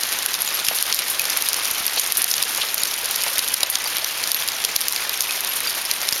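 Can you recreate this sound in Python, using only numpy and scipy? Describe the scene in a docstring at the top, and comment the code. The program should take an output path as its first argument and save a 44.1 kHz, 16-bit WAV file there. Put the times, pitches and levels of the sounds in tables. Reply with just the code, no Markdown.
"""Small hail on a back yard

Countless distant pellets hiss on the lawn; closer ones patter on the patio, clink on gravel, tap the fence.
Near stones click and crack. Some ring a pot, glass, tile or metal, thump, knock on furniture or shatter.
A limiter ducks the mix after each loud click; the treble has a narrow notch."""
import sys
import numpy as np
from scipy import signal
from scipy.fft import rfft, irfft, next_fast_len
from scipy.io import wavfile
from scipy.ndimage import uniform_filter1d, minimum_filter1d, map_coordinates

SR = 44100
rng = np.random.default_rng(int(sys.argv[2]) if len(sys.argv) > 2 else 0)


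def waveform_to_disk(signal):
    """Save audio, clipped to [-1, 1], as 16-bit WAV at the path in sys.argv[1]."""
    frames = np.transpose(np.atleast_2d(signal))
    scaled = np.clip(frames, -1, 1) * 32767
    samples = np.round(scaled).astype(np.int16)
    wavfile.write(sys.argv[1], SR, samples)


N = 273420

# Shower strength. Each row: time in seconds, relative lawn hiss in dB, relative ice fizz in dB.
SHOWER_LEVELS = [(0.0, -28, -30), (1.47, -27, -31), (2.17, -28, -30), (3.02, -28.5, -31.5),
                 (3.35, -27.5, -27.5), (3.61, -27.5, -34), (5.02, -28.5, -31), (6.2, -28, -31.5)]
# Spectra of lawn hiss, ice fizz and impacts. Each row: frequency in Hz, gain in dB.
LAWN_SPECTRUM = [(20, -17.5), (60, -14.5), (150, -13), (300, -8), (600, -3.5), (1000, -1), (2500, 1.5),
                 (4500, -1), (7000, -6.5), (10000, -8.5), (16000, -22)]
FIZZ_SPECTRUM = [(2000, -23), (6000, 0), (9000, -5.5), (11700, 3), (13500, -5.5), (16000, -17)]
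IMPACT_SPECTRUM = [(20, -8), (100, -1), (500, -2), (2000, 1.5), (7000, 3), (12000, 2), (13500, -1.5),
                   (16000, -14.5)]
# Loudest near stones. Each row: start in seconds, click pitch in Hz, relative click and crack levels in dB.
NEAR_STONES = [(.261, 4100, -18.5, -11), (.341, 4580, -17.5, -20), (.42, 5960, -25, -12),
               (.648, 5100, -23, -19), (.6845, 3760, -11.5, -13.5), (.7866, 5000, -21, -22),
               (.8255, 4640, -18, -9), (.9256, 4540, -11.5, -21), (.945, 5500, -20, -11.5),
               (.9905, 3700, -20, -30), (1.195, 4800, -17, -11.5), (1.372, 5100, -31, -11.5),
               (1.4225, 5700, -21, -15), (1.487, 4600, -22, -11), (1.531, 4800, -17, -16),
               (1.711, 4600, -37, -14.5), (1.865, 4500, -41, -17), (1.9965, 6700, -15, -12.5),
               (2.122, 5000, -18, -10.5), (2.171, 5600, -25, -11), (2.219, 4970, -21, -10.5),
               (2.2424, 4170, -18, -9), (2.3128, 5100, -15, -23), (2.339, 4940, -14.5, -34),
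               (2.38, 4870, -18.5, -33), (2.4256, 4940, -13.5, -10.5), (2.436, 4900, -18, -22),
               (2.7437, 4800, -24, -9), (2.834, 4830, -15, -12), (3.057, 4600, -28, -18),
               (3.3915, 4500, -11, -13), (3.5408, 4850, -17, -9.5), (3.631, 4140, -7.5, -12),
               (3.70, 4800, -34, -8.5), (3.7542, 4560, -12.5, -16.5), (3.9685, 5000, -22, -17.5),
               (4.0447, 4900, -16.5, -18.5), (4.238, 4750, -16.5, -32), (4.317, 4800, -18, -12),
               (4.345, 4020, -17, -17), (4.4864, 4480, -17.5, -21), (4.6484, 4600, -11, -13),
               (4.762, 4580, -10, -8), (4.813, 5300, -23, -15.5), (4.883, 5300, -17, -12),
               (5.094, 5000, -20, -17), (5.206, 5800, -12, -18.5), (5.9124, 4700, -13.5, -13.5),
               (6.088, 4650, -13.5, -16), (6.125, 5000, -15, -16)]
# Stones that ring something. Each row: start in seconds, object struck, level in dB.
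RING_STRIKES = [(.405, "glass", -19), (.475, "tile", -18), (.543, "glass", -16), (.70, "glass", -21),
                (1.195, "pot", -18.5), (2.803, "tile", -18), (3.729, "metal", -23), (3.857, "metal", -18.5),
                (4.345, "glass", -16), (5.292, "pot", -18.5), (5.489, "glass", -17), (5.672, "metal", -14)]
# One mode per object. Each entry: pitch in Hz, T60 in seconds.
RING_MODES = {"glass": (11600, 0.12), "tile": (6800, .07), "metal": (4680, 0.062), "pot": (2520, 0.092)}
# Thumps of the closest stones. Each row: start in seconds, relative level in dB.
LOW_THUMPS = [(0.686, -19), (1.713, -25), (1.806, -22), (2.835, -26), (3.391, -26), (3.63, -18),
              (4.762, -21), (6.126, -17)]
# Dull knocks on wood and plastic. Each row: start in seconds, pitch in Hz, level in dB.
FURNITURE_KNOCKS = [(.71, 560, -21.5), (1.585, 960, -24.5), (1.972, 610, -24), (2.581, 930, -21.5),
                    (2.635, 960, -21.5), (3.263, 790, -19.5), (3.63, 740, -19), (3.859, 990, -24),
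                    (6.022, 1060, -23.5)]
# Stones that shatter and skitter. Each row: start in seconds, pitch in Hz, relative level in dB.
SHATTERS = [(.75, 11100, -19), (1.098, 11200, -17), (1.972, 3980, -19), (1.993, 10500, -22),
            (2.172, 11300, -15), (2.612, 3280, -19), (3.70, 10700, -17), (3.957, 3070, -23),
            (5.556, 10300, -19.5)]


def amp(db):
    """Decibels to gain."""
    return 10 ** (np.asarray(db) / 20)


def unit_rms(x):
    """Each row scaled to rms 1."""
    return x / np.sqrt(np.mean(x ** 2, axis=-1, keepdims=True) + 1e-20)


def filtered(x, response):
    """x times a frequency response."""
    n = x.shape[-1]
    padded = next_fast_len(n + n // 4)
    return irfft(rfft(x, padded) * response(np.fft.rfftfreq(padded, 1 / SR)), padded)[..., :n]


def coloured(x, spectrum):
    """x through a spectrum of (Hz, dB) points."""
    hz, db = np.transpose(spectrum)
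    return filtered(x, lambda f: amp(np.interp(np.log(f + 1), np.log(hz), db)))


def resonance(f, hz, q):
    """Causal band-pass response."""
    return 1j * f * hz / q / (hz * hz - f * f + 1j * f * hz / q)


def wobble(rate_hz):
    """Smooth random curve."""
    knots = rng.standard_normal(int(N * rate_hz / SR) + 4)
    return map_coordinates(knots, [np.arange(N) * rate_hz / SR])


def placed(start_s, sounds):
    """Rows of sound summed at their start times."""
    index = np.round(np.abs(start_s) * SR).astype(int).reshape(-1, 1) + np.arange(sounds.shape[1])
    return np.bincount(index.ravel(), sounds.ravel(), N)[:N]


def contact(blow_s, scatter_db, scatter_t60_s):
    """Impact envelope: the pellet crushes in a short blow, then nearby surfaces scatter the sound."""
    t = np.arange(768) / SR
    crush = np.exp(-(t / blow_s) ** 2)
    scatter = amp(scatter_db - 60 * t / scatter_t60_s)
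    return (crush + scatter) * (1 - np.exp(-t / .00027))


def bursts(envelope, hz, q):
    """Rough contacts through one resonance each; a row carries the energy of 3 ms at rms 1."""
    noise = envelope * rng.standard_normal(envelope.shape)
    band = filtered(noise, lambda f: resonance(f, hz, q))
    return unit_rms(band) * np.sqrt(.003 * SR / band.shape[1])


def shower_db(at_s):
    """A heavier shower lands harder: the fizz level about its mean."""
    time_s, _, fizz_db = np.transpose(SHOWER_LEVELS)
    return np.interp(at_s, time_s, fizz_db - fizz_db.mean())


def lawn_hiss():
    """Distant pellets merge into a grainy rush, with fine ice fizzing on top."""
    time_s, lawn_db, fizz_db = np.transpose(SHOWER_LEVELS)
    t = np.arange(N) / SR
    lawn = unit_rms(coloured(rng.standard_normal(N) * amp(1.47 * wobble(400)), LAWN_SPECTRUM))
    fizz = unit_rms(coloured(rng.standard_normal(N) * amp(3.6 * wobble(700)), FIZZ_SPECTRUM))
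    lawn *= amp(np.interp(t, time_s, lawn_db) - .5 + 1.19 * wobble(25))
    fizz *= amp(np.interp(t, time_s, fizz_db) - 2.7 + 2.8 * wobble(40))
    return lawn + fizz


def patter(count, spread_db, crack_db, scatter_db, scatter_t60_s):
    """Pellets land at random; hard ones crack more and click less."""
    start_s = rng.uniform(0, N / SR, (count, 1))
    size, hardness, pitch, length = np.clip(rng.standard_normal((4, count, 1)), -2, 2)
    blow = contact(.00037 * np.exp(.5 * length), scatter_db, scatter_t60_s)
    click = amp(-2 * hardness) * bursts(blow, hz=4300 * np.exp(.3 * pitch), q=2.5)
    crack = amp(crack_db + 2.34 * hardness) * bursts(blow, hz=11000 * np.exp(.08 * pitch), q=3.4)
    return placed(start_s, amp(shower_db(start_s) + spread_db * size) * (click + crack))


def gravel_clinks(count, level_db):
    """Pellets on gravel and pots ring for a few milliseconds, each at its own pitch."""
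    start_s, hz = rng.uniform((0, 1200), (N / SR, 13000), (count, 2)).T[:, :, None]
    size = np.clip(rng.standard_normal(start_s.shape), -2, 1.5)
    blow = contact(np.full(start_s.shape, .0005), scatter_db=-9, scatter_t60_s=.035)
    return placed(start_s, amp(level_db + 3 * size) * bursts(blow, hz, q=hz / 350))


def far_taps(count, level_db):
    """Dull taps on fence, roof and soil."""
    start_s = rng.uniform(0, N / SR, (count, 1))
    size, pitch = np.clip(rng.standard_normal((2, count, 1)), -2, 2)
    blow = contact(np.full(start_s.shape, .001), scatter_db=-2, scatter_t60_s=.029)
    return placed(start_s, amp(level_db + 3 * size) * bursts(blow, hz=1600 * np.exp(.6 * pitch), q=10))


def lesser_stone_rows(count):
    """Rows like NEAR_STONES, softer, with random size, hardness and pitch."""
    start_s = (np.arange(count) + rng.uniform(-1, 2, count)) * N / SR / count
    size, hardness, pitch = np.clip(rng.standard_normal((count, 3)), -1.3, 1.3).T
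    size_db = shower_db(start_s) + 3.5 * size
    click_db = -25 + size_db - 2.5 * hardness
    crack_db = -22.5 + size_db + 2.5 * hardness
    return np.column_stack([start_s, 4700 * np.exp(.2 * pitch), click_db, crack_db])


def near_stones(rows, typical_blow_s):
    """Each stone gives a pitched click, a bright crack of ice and a faint thud."""
    start_s, hz, click_db, crack_db = np.array(rows).T[:, :, None]
    length, crack_pitch = np.clip(rng.standard_normal((len(rows), 2)), -1.5, 1.5).T[:, :, None]
    weight_db = click_db - click_db.mean()
    blow_s = typical_blow_s * np.exp(.2 * length + .12 * weight_db)  # heavier stones crush for longer
    blow = contact(blow_s, scatter_db=-12, scatter_t60_s=.02)
    click = amp(click_db) * bursts(blow, hz, q=2.13)
    crack = amp(crack_db) * bursts(blow, hz=11200 * np.exp(.05 * crack_pitch), q=2.95)
    thud = amp(click_db - 27) * bursts(blow, hz=430, q=.45)
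    return placed(start_s, click + crack + thud)


def faint_ping_rows(count, level_db):
    """Rows like RING_STRIKES, with random times and objects."""
    return [(rng.uniform(0, N / SR), rng.choice(list(RING_MODES)), level_db) for _ in range(count)]


def pings(rows, pitch_spread):
    """A hard object rings on one mode, roughened by the pellet's chatter; pitch varies by strike."""
    strikes = [(start_s, db, *RING_MODES[struck]) for start_s, struck, db in rows]
    start_s, db, hz, t60_s = np.array(strikes).T[:, :, None]
    hz = hz * np.exp(pitch_spread * rng.uniform(-1.1, 1, hz.shape))
    t = np.arange(6000) / SR
    chatter_rad = .03 * np.cumsum(rng.standard_normal((len(rows), len(t))), axis=1)
    envelope = amp(db - 60 * t / t60_s) * (1 - np.exp(-t / .00018))
    return placed(start_s, envelope * np.sin(2 * np.pi * hz * t + chatter_rad))


def thumps(rise_s):
    """The closest stones give a low push to what they land on."""
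    start_s, db = np.array(LOW_THUMPS).T[:, :, None]
    t = np.arange(2048) / SR
    push = t / rise_s * np.exp(-t / rise_s)
    return filtered(placed(start_s, amp(db) * push), lambda f: resonance(f, hz=303, q=.17))


def rattles(rows, t60_s, q):
    """Knock or shatter: dense contacts die away in one broad resonance."""
    start_s, hz, db = np.array(rows).T[:, :, None]
    t = np.arange(6000) / SR
    noise = rng.standard_normal((len(rows), len(t)))
    body = unit_rms(filtered(noise, lambda f: resonance(f, hz, q) ** 2))
    envelope = amp(db - 60 * t / t60_s) * (1 - np.exp(-t / .0011))
    return placed(start_s, envelope * body)


def scene():
    """Mono mix; farther pellets are softer and more numerous."""
    near = near_stones(NEAR_STONES, typical_blow_s=.0012)
    near += near_stones(lesser_stone_rows(count=105), typical_blow_s=.0009)
    patio = amp(-30) * patter(count=300, spread_db=2.5, crack_db=0, scatter_db=-11, scatter_t60_s=.03)
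    gravel = gravel_clinks(count=420, level_db=-31)
    yard = amp(-38) * patter(count=1000, spread_db=5.5, crack_db=2.5, scatter_db=-9, scatter_t60_s=.043)
    shatters = rattles(SHATTERS, t60_s=.14, q=1.5)
    impacts = coloured(near + patio + gravel + yard + shatters, IMPACT_SPECTRUM)
    taps = far_taps(count=600, level_db=-40)
    knocks = rattles(FURNITURE_KNOCKS, t60_s=.053, q=.9)
    rings = pings(RING_STRIKES, pitch_spread=.014)
    rings += pings(faint_ping_rows(count=12, level_db=-25), pitch_spread=.21)
    return (lawn_hiss() + impacts + taps + rings + thumps(rise_s=.00045) + knocks)[None]


def limiter(x, ceiling_db, attack_s, hold_s, release_s):
    """Gain drops fast on a loud burst, holds, then recovers."""
    rms = np.sqrt(np.abs(uniform_filter1d(x * x, size=24)))
    target_gain = np.minimum(1, amp(ceiling_db) / (rms + 1e-9))
    hold_samples = int(hold_s * SR)
    held_gain = minimum_filter1d(target_gain, hold_samples, origin=(hold_samples - 1) // 2)

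    def lagged(tau_s):
        pole = np.exp(-1 / (tau_s * SR))
        return 1 + signal.lfilter([1 - pole], [1, -pole], held_gain - 1)

    return x * np.minimum(lagged(attack_s), lagged(release_s))


def record(dry):
    """Limiter, soft clip, treble notch, band limit."""
    limited = limiter(dry, ceiling_db=-6.5, attack_s=.0004, hold_s=.024, release_s=.008)
    clipped = limited / (1 + np.abs(limited / .85) ** 4) ** (1 / 4)
    notched = filtered(clipped, lambda f: 1 - resonance(f, hz=7896, q=4.52))
    return filtered(notched, lambda hz: hz < 15900)


dry = scene()
out = record(dry)
waveform_to_disk(out)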